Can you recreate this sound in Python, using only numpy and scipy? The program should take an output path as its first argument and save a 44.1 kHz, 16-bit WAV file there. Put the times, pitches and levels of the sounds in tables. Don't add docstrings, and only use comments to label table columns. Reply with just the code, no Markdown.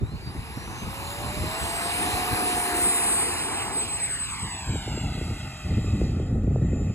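import sys
import numpy as np
from scipy import signal
from scipy.io import wavfile
from scipy.ndimage import uniform_filter1d

SR = 44100
rng = np.random.default_rng(int(sys.argv[2]) if len(sys.argv) > 2 else 0)


def unload_wav(signal):
    wavfile.write(
        sys.argv[1],
        SR,
        np.round(np.clip(np.atleast_2d(signal).T, -1, 1) * 32767).astype(np.int16),
    )


N = 306406

# (frequency [Hz], relative level [dB])
WIND_SPECTRUM = [(25, -21.5), (55, 9), (90, 1), (240, -9), (420, -20), (800, -33), (1200, -87)]
# (time [s], level [dB])
BREEZE_LEVEL = [(0, -41), (1, -41), (1.3, -39.5), (1.55, -43.5), (2.25, -42), (2.5, -77), (3.1, -49),
                (3.4, -43.5), (4.6, -42), (5.2, -29), (5.55, -42), (6.95, -33)]
# (start [s], length [s], level [dB])
WIND_GUSTS = [(.01, 0.043, -21.5), (0.116, 0.051, -29.5), (0.257, 0.056, -36), (0.346, 0.067, -35),
              (0.566, 0.022, -29), (0.814, 0.084, -33), (1.227, 0.071, -33), (1.36, 0.14, -31.5),
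              (1.611, 0.049, -30.5), (2.129, 0.036, -32.5), (2.303, 0.044, -27.5), (4.402, 0.09, -34),
              (4.664, 0.12, -27), (4.891, 0.073, -27), (5.035, 0.033, -19.5), (5.271, 0.064, -27.5),
              (5.428, 0.062, -36.5), (5.644, 1.28, -25.5), (5.765, 0.032, -27), (5.876, 0.21, -25),
              (6.307, 0.1, -25.5), (6.464, 0.07, -23.5), (6.61, 0.048, -20), (6.713, 0.099, -28)]
# (time [s], relative level [dB], pitch [Hz])
BIG_EDDIES = [(1.438, -18, 287), (4.755, -16, 300), (4.876, -18, 298), (4.974, -16, 305),
              (5.212, -18.5, 280), (5.769, -16, 185), (5.843, -18.5, 258), (6.014, -9, 295),
              (6.198, -15.5, 304), (6.475, -16, 296), (6.559, -12.5, 372), (6.645, -11, 203),
              (6.731, -12.5, 265)]
# (time [s], speed [Hz])
SHAFT_SPEED = [(0, 296), (.2, 375), (.35, 414), (.55, 466), (.72, 507), (1.1, 569), (1.3, 591.5),
               (1.45, 621), (1.64, 674), (1.85, 691), (2.05, 724), (2.25, 729), (2.45, 724), (3.3, 686),
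               (3.7, 675.5), (4.45, 669.5), (4.68, 637), (4.9, 631), (5.4, 627), (5.98, 603.5),
               (6.95, 599.6)]
# (frequency [Hz], relative level [dB])
ROAR_SPECTRUM = [(250, -13), (550, -9), (800, 3), (1080, 2), (1380, -2.5), (1700, -3), (2600, -9),
                 (4000, -63)]
RUSH_SPECTRUM = [(1200, -46), (2000, -1), (2800, 2.5), (3400, -3.5), (4000, -2.5), (4900, -3), (5800, -13),
                 (6500, -12), (7500, -9.5), (9000, -49)]
HISS_SPECTRUM = [(5500, -14), (6800, -9), (7800, -1), (9500, 3), (11000, -.5), (12000, -2), (13500, -4.5),
                 (15000, -19)]
TYRE_SPECTRUM = [(60, -1.5), (130, -12.5), (250, -2), (360, 1.5), (480, -3.5), (650, -59)]
# (side-on level [dB], rise per doubling of shaft speed [dB],
# nose-on boost [dB], tail-on boost [dB], loss in air [dB/m], amount of swell [factor])
ROAR_LOUDNESS = (-32.5, 10, 2.5, 3, 0.0381, 0.49)
RUSH_LOUDNESS = (-36.5, 12.5, 4.5, 11, 0.17, 1.25)
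HISS_LOUDNESS = (-37, 17.5, 3.5, -3.5, 0.13, 1.02)
# (time [s], relative level [dB])
JET_SWELL = [(0, 3.5), (.5, 4.5), (1.6, 3.5), (2.4, 1.3), (2.8, 0), (3.3, 0), (3.72, -2), (3.8, 0),
             (3.96, -1.5), (4.04, 0), (4.7, 2), (5.5, 3.5), (6.05, 4), (6.4, -5), (6.95, 2.7)]
# (time [s], level [dB])
HUM_LEVEL = [(.75, -62), (1, -48.5), (1.5, -42), (1.9, -40), (2.15, -36), (2.6, -34.5), (3.05, -38.5),
             (3.3, -49), (3.7, -49), (4.25, -59), (4.6, -56), (5.7, -57), (6, -65)]
WHISTLE_LEVEL = [(0, -66), (.1, -58), (.2, -62), (.28, -44), (.37, -66), (.52, -66), (.66, -54), (.82, -54),
                 (.95, -68), (1.06, -54), (1.4, -55), (1.7, -36), (1.97, -31), (2.25, -41), (2.45, -30),
                 (2.66, -30), (2.71, -38), (2.77, -26.5), (3.05, -23), (3.3, -29.5), (3.62, -35),
                 (3.82, -28), (4.3, -33), (4.6, -40), (5, -48), (5.15, -56), (5.27, -51), (5.58, -61),
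                 (5.85, -52), (6.43, -63), (6.75, -52)]
OVERTONE_LEVEL = [(0, -74), (.38, -60), (.55, -57), (.78, -74), (1.07, -53), (1.3, -64)]
# (time [s], direction [0 roll, 1 lift-off, 2 climb])
JET_DIRECTION = [(2.5, 0), (3.2, 1), (4.3, 1.3), (5, 2)]
# (frequency [Hz], phase [rad])
ROLL_LEAD = [(500, 0), (1400, 1.9), (2400, 1.8), (3100, 2.9), (3900, 5.8), (4500, 9.4), (5500, 11.7),
             (6500, 13.2), (7200, 11.5), (7500, 12.1)]
LIFT_LEAD = [(500, .6), (1400, 1.1), (1900, .3), (3100, 2.8), (4000, 4.3), (4500, 3.5), (5200, 4.4),
             (5800, 3.1), (6400, 1.2), (7200, .8), (7500, -1)]
CLIMB_LEAD = [(500, .4), (1400, .8), (1900, 0), (3100, 1.6), (3800, 1.7), (4500, 3), (5500, 3.4),
              (6200, 6.4), (7500, 6)]
# (frequency [Hz], left over right [dB])
LEFT_BOOST = [(600, 0), (1100, -2.5), (1400, 3), (1800, 8.5), (2400, -3), (2800, -4), (7000, -0.5),
              (9500, 0.5)]
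# (frequency [Hz], likeness [0-1])
PORT_LIKENESS = [(150, .75), (1000, .96), (1600, .88), (2500, .96), (5000, .9), (8000, .97), (13000, .98)]
# (time [s], delay [ms])
ECHO_DELAY = [(3.55, .125), (3.71, .197), (3.87, .322), (3.99, .446), (4.27, .82), (4.48, 1.075),
              (4.65, 1.25), (4.85, 1.4), (5.13, 1.535), (5.7, 1.595)]
# (time [s], base strength [0-1], sharp up to [Hz])
ECHO_FULLNESS = [(3.6, .4, 2500), (4.2, .7, 3500), (4.8, .95, 7500), (6.95, .99, 9000)]

BLADES, FULL_SPEED_HZ = 12, 700
PASS_S, CLOSEST_M = 2.59, 10.3
START_M_S, TOP_M_S, SPEED_UP_S = 5.4, 19.4, 1.58
EDDIES_PER_S, EDDY_DB = 80., -5.5
BEAM_DB, BEAM_COS, BEAM_WIDTH = 7.5, 0.57, 0.31
HUMP_DB, HUMP_WIDTH_HZ = 12.5, 1760
TYRE_DB, TYRE_DB_PER_DOUBLING, LIFT_OFF_S, TYRE_FADE_DB_PER_S = -34.5, 6, 3.78, 28
ECHO_START_S, ECHO_FADE_IN_S, HISS_ECHO_SHARE = 3.4, .3, .55
HOLLOWNESS = 1.2
FRAME, HOP = 1024, 256


def gain_of(db):
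    return 10 ** (np.asarray(db) / 20)


def unit_rms(x):
    return x / np.sqrt(np.mean(x ** 2) + 1e-20)


def at_pitch(table, hz):
    f, value = np.transpose(table)
    return np.interp(np.log(hz + 1), np.log(f + 1), value)


def at_time(table, t):
    times, *columns = np.transpose(table)
    return [np.interp(t, times, column) for column in columns]


def band_power(spectrum, hz, db):
    power = gain_of(2 * at_pitch(spectrum, hz))
    return (power / power.sum())[:, None] * gain_of(2 * db)


def drift(t, top_hz):
    rates = np.geomspace(top_hz / 20, top_hz, 24)
    return unit_rms(sum(np.sin(2 * np.pi * (f * t + rng.random())) / np.sqrt(f) for f in rates))


def smooth_noise(width):
    return unit_rms(uniform_filter1d(uniform_filter1d(rng.standard_normal(N), width), width))


def wind_strength(rise_s=0.014, fall_s=0.025):
    t = np.arange(N) / SR
    power = gain_of(at_time(BREEZE_LEVEL, t)[0]) ** 2
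    for start, length, db in WIND_GUSTS:
        ramp = np.minimum((t - start) / rise_s, (start + length - t) / fall_s) + .5
        power += (gain_of(db) * np.clip(ramp, 0, 1) ** 2) ** 2
    return np.sqrt(power)


def wind(floor_db=-56.5, rumble_share_db=-4, rumble_hz=130):
    hz = np.fft.rfftfreq(1024, 1 / SR)
    real, imag = rng.standard_normal((N // 128 + 5, len(hz), 3, 2)).T
    slices = (real + 1j * imag) * gain_of(at_pitch(WIND_SPECTRUM, hz))[:, None]
    noise, *rumble = signal.istft(slices, nperseg=1024, noverlap=896)[1][:, :N]
    low = signal.sosfiltfilt(signal.butter(2, 170., fs=SR, output="sos"), noise)
    lumps, flutter = smooth_noise(500), smooth_noise(220)
    buffet = low * gain_of(1.8 * lumps) + (noise - low) * gain_of(2.0 * lumps + 1.7 * flutter - 2.0)
    buffet /= np.sqrt(uniform_filter1d(buffet ** 2, 6000) + 1e-20)
    rumble = unit_rms(signal.sosfilt(signal.butter(1, rumble_hz, fs=SR, output="sos"), rumble))
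    strength = wind_strength()
    return strength * buffet + (gain_of(floor_db) + gain_of(rumble_share_db) * strength) * rumble


def eddy(hz):
    cycles = hz * np.arange(1500) / SR
    falling = 2.167 * (1 - np.exp(-cycles / 1.286)) + 0.576 * cycles
    return cycles / 1.52 * np.exp(1 - cycles / 1.12) * np.sin(2 * np.pi * falling)


def eddy_pops():
    out = np.zeros(N)
    for start, db, hz in BIG_EDDIES:
        part = out[round(start * SR):][:1500]
        part += gain_of(db - 6.0) * rng.choice([-1, 1]) * eddy(hz)[:len(part)]
    pitches = np.geomspace(110., 240., 6)
    hits = rng.random((len(pitches), N)) < EDDIES_PER_S / len(pitches) / SR
    sizes = gain_of(EDDY_DB) * rng.standard_normal(N) * wind_strength()
    return out + sum(signal.oaconvolve(sizes * hit, eddy(hz))[:N] for hit, hz in zip(hits, pitches))


def jet_path(t):
    speed_to_gain = (TOP_M_S - START_M_S) * np.exp(-t / SPEED_UP_S)
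    along = TOP_M_S * (t - PASS_S) + SPEED_UP_S * speed_to_gain * (1 - np.exp((t - PASS_S) / SPEED_UP_S))
    distance = np.hypot(along, CLOSEST_M)
    return TOP_M_S - speed_to_gain, distance, along / distance


def jet_level_db(t, side_db, doubling_db, nose_db, tail_db, loss_db_per_m, swell):
    _, distance, facing = jet_path(t)
    speed_db = doubling_db * np.log2(at_time(SHAFT_SPEED, t)[0] / FULL_SPEED_HZ)
    beam_db = np.where(facing > 0, tail_db, nose_db) * facing ** 2
    loss_db = 20 * np.log10(distance / CLOSEST_M) + loss_db_per_m * (distance - CLOSEST_M)
    return side_db + speed_db + beam_db - loss_db + swell * at_time(JET_SWELL, t)[0]


def exhaust_roar(hz, t):
    return band_power(ROAR_SPECTRUM, hz, jet_level_db(t, *ROAR_LOUDNESS))


def duct_rush(hz, t):
    return band_power(RUSH_SPECTRUM, hz, jet_level_db(t, *RUSH_LOUDNESS))


def tyre_rumble(hz, t):
    speed, distance, _ = jet_path(t)
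    speed_db = TYRE_DB_PER_DOUBLING * np.log2(speed / jet_path(PASS_S)[0])
    loss_db = 20 * np.log10(distance / CLOSEST_M) + TYRE_FADE_DB_PER_S * np.maximum(t - LIFT_OFF_S, 0)
    return band_power(TYRE_SPECTRUM, hz, TYRE_DB + speed_db - loss_db)


def blade_hiss(hz, t):
    facing = jet_path(t)[2]
    beam_db = BEAM_DB * np.exp(-((facing - BEAM_COS) / BEAM_WIDTH) ** 2)
    flicker_db = 0.6 * drift(t, 13.0)
    off_pitch_hz = hz[:, None] - BLADES * at_time(SHAFT_SPEED, t)[0]
    hump_db = HUMP_DB * np.maximum(facing, 0) * np.exp(-(off_pitch_hz / HUMP_WIDTH_HZ) ** 2)
    return band_power(HISS_SPECTRUM, hz, jet_level_db(t, *HISS_LOUDNESS) + beam_db + flicker_db + hump_db)


def jet_noise():
    t, hz = np.arange(N // HOP + 5) * HOP / SR, np.fft.rfftfreq(FRAME, 1 / SR)
    hiss = blade_hiss(hz, t)
    strength, sharp_hz = at_time(ECHO_FULLNESS, t)
    strength = np.minimum(strength * gain_of(.8 * drift(t, 15.) - .3), 1)
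    blur = np.exp(-(hz[:, None] / sharp_hz) ** 2)
    air = exhaust_roar(hz, t) + duct_rush(hz, t)
    air *= ground_echo(hz[:, None], t, strength * blur) ** (2 * HOLLOWNESS)
    hiss *= ground_echo(hz[:, None], t, HISS_ECHO_SHARE * strength) ** 2
    return stereo_noise(air + hiss + tyre_rumble(hz, t), hz, t)


def stereo_noise(power, hz, t):
    real, imag, own_real, own_imag, patches = rng.standard_normal((len(t), len(hz), 5)).T
    patches = unit_rms(uniform_filter1d(uniform_filter1d(patches, 12, 0), 14, 1))
    likeness = at_pitch(PORT_LIKENESS, hz)[:, None]
    right = real + 1j * imag
    left = likeness * right + np.sqrt(1 - likeness ** 2) * (own_real + 1j * own_imag)
    plain_rms = signal.istft(right / np.sqrt(len(hz)), nperseg=FRAME, noverlap=FRAME - HOP)[1].std()
    left_gain, right_gain = microphone_ports(hz[:, None], t[None])
    slices = np.array([left * left_gain, right * right_gain]) * np.sqrt(power) * gain_of(1.56 * patches)
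    return signal.istft(slices, nperseg=FRAME, noverlap=FRAME - HOP)[1][:, :N] / plain_rms


def microphone_ports(hz, t, gap_ms=.3125):
    direction, = at_time(JET_DIRECTION, t)
    lead = sum(np.clip(1 - abs(direction - k), 0, 1) * np.exp(1j * np.interp(hz, *np.transpose(table)))
               for k, table in enumerate((ROLL_LEAD, LIFT_LEAD, CLIMB_LEAD)))
    above_hz = np.maximum(hz - ROLL_LEAD[-1][0], 0)
    delay = np.exp(-2j * np.pi * above_hz * gap_ms / 1000)
    boost = gain_of(at_pitch(LEFT_BOOST, hz) * (1 - 0.33 * direction) / 2)
    return boost * delay * lead / (abs(lead) + 1e-9), 1 / boost


def fan_tones(top_hz=14300):
    coarse_t, t = np.arange(0, N + 64, 64) / SR, np.arange(N) / SR
    shaft_hz = uniform_filter1d(at_time(SHAFT_SPEED, coarse_t)[0], size=40, mode="nearest")
    wobble = .0005 + abs(np.gradient(shaft_hz, coarse_t)) / 8e4
    turns = np.cumsum(np.interp(t, coarse_t, shaft_hz * (1 + wobble * drift(coarse_t, 60.)))) / SR
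    echo_strength = np.interp(coarse_t, (4.6, 5.2), (.55, .3))
    out = np.zeros((2, N))
    for per_turn, levels, waver_db in ((1, HUM_LEVEL, .7), (BLADES, WHISTLE_LEVEL, 2.2),
                                       (2 * BLADES, OVERTONE_LEVEL, 4.)):
        hz = per_turn * shaft_hz
        size = np.sqrt(2) * gain_of(at_time(levels, coarse_t)[0] + waver_db * drift(coarse_t, 40.))
        size *= ground_echo(hz, coarse_t, echo_strength)
        size *= np.clip((top_hz - hz) / 700, 0, 1)
        wave = np.exp(2j * np.pi * per_turn * turns)
        for side, gain in enumerate(microphone_ports(hz, coarse_t)):
            out[side] += (np.interp(t, coarse_t, size * gain) * wave).real
    return out


def ground_echo(hz, t, strength):
    cycles = hz * at_time(ECHO_DELAY, t)[0] / 1000 - 0.1
    strength = strength * np.clip((t - ECHO_START_S) / ECHO_FADE_IN_S, 0, 1)
    return abs(1 + strength * np.exp(-2j * np.pi * cycles)) / np.sqrt(1 + strength ** 2)


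def scene():
    return jet_noise() + fan_tones() + wind() + eddy_pops()


def record(dry):
    lowest_hz, highest_hz, mono_below_hz, mono_from_s = 42., 15700, 400, 4.45
    dry = signal.sosfilt(signal.butter(4, lowest_hz, "high", fs=SR, output="sos"), dry)
    side = (dry[0] - dry[1]) / 2
    side_bass = side - signal.sosfiltfilt(signal.butter(4, mono_below_hz, "high", fs=SR, output="sos"), side)
    mono = np.clip((np.arange(N) / SR - mono_from_s) / 0.075 + .5, 0, 1)
    dry = dry - np.outer([1, -1], side_bass * mono)
    padded = np.pad(dry, ((0, 0), (0, 300)), "reflect")
    treble_cut = signal.firwin(511, highest_hz, window=("kaiser", 9), fs=SR)
    return signal.oaconvolve(padded, treble_cut[None], "same")[:, :N]


dry = scene()
out = record(dry)
unload_wav(out)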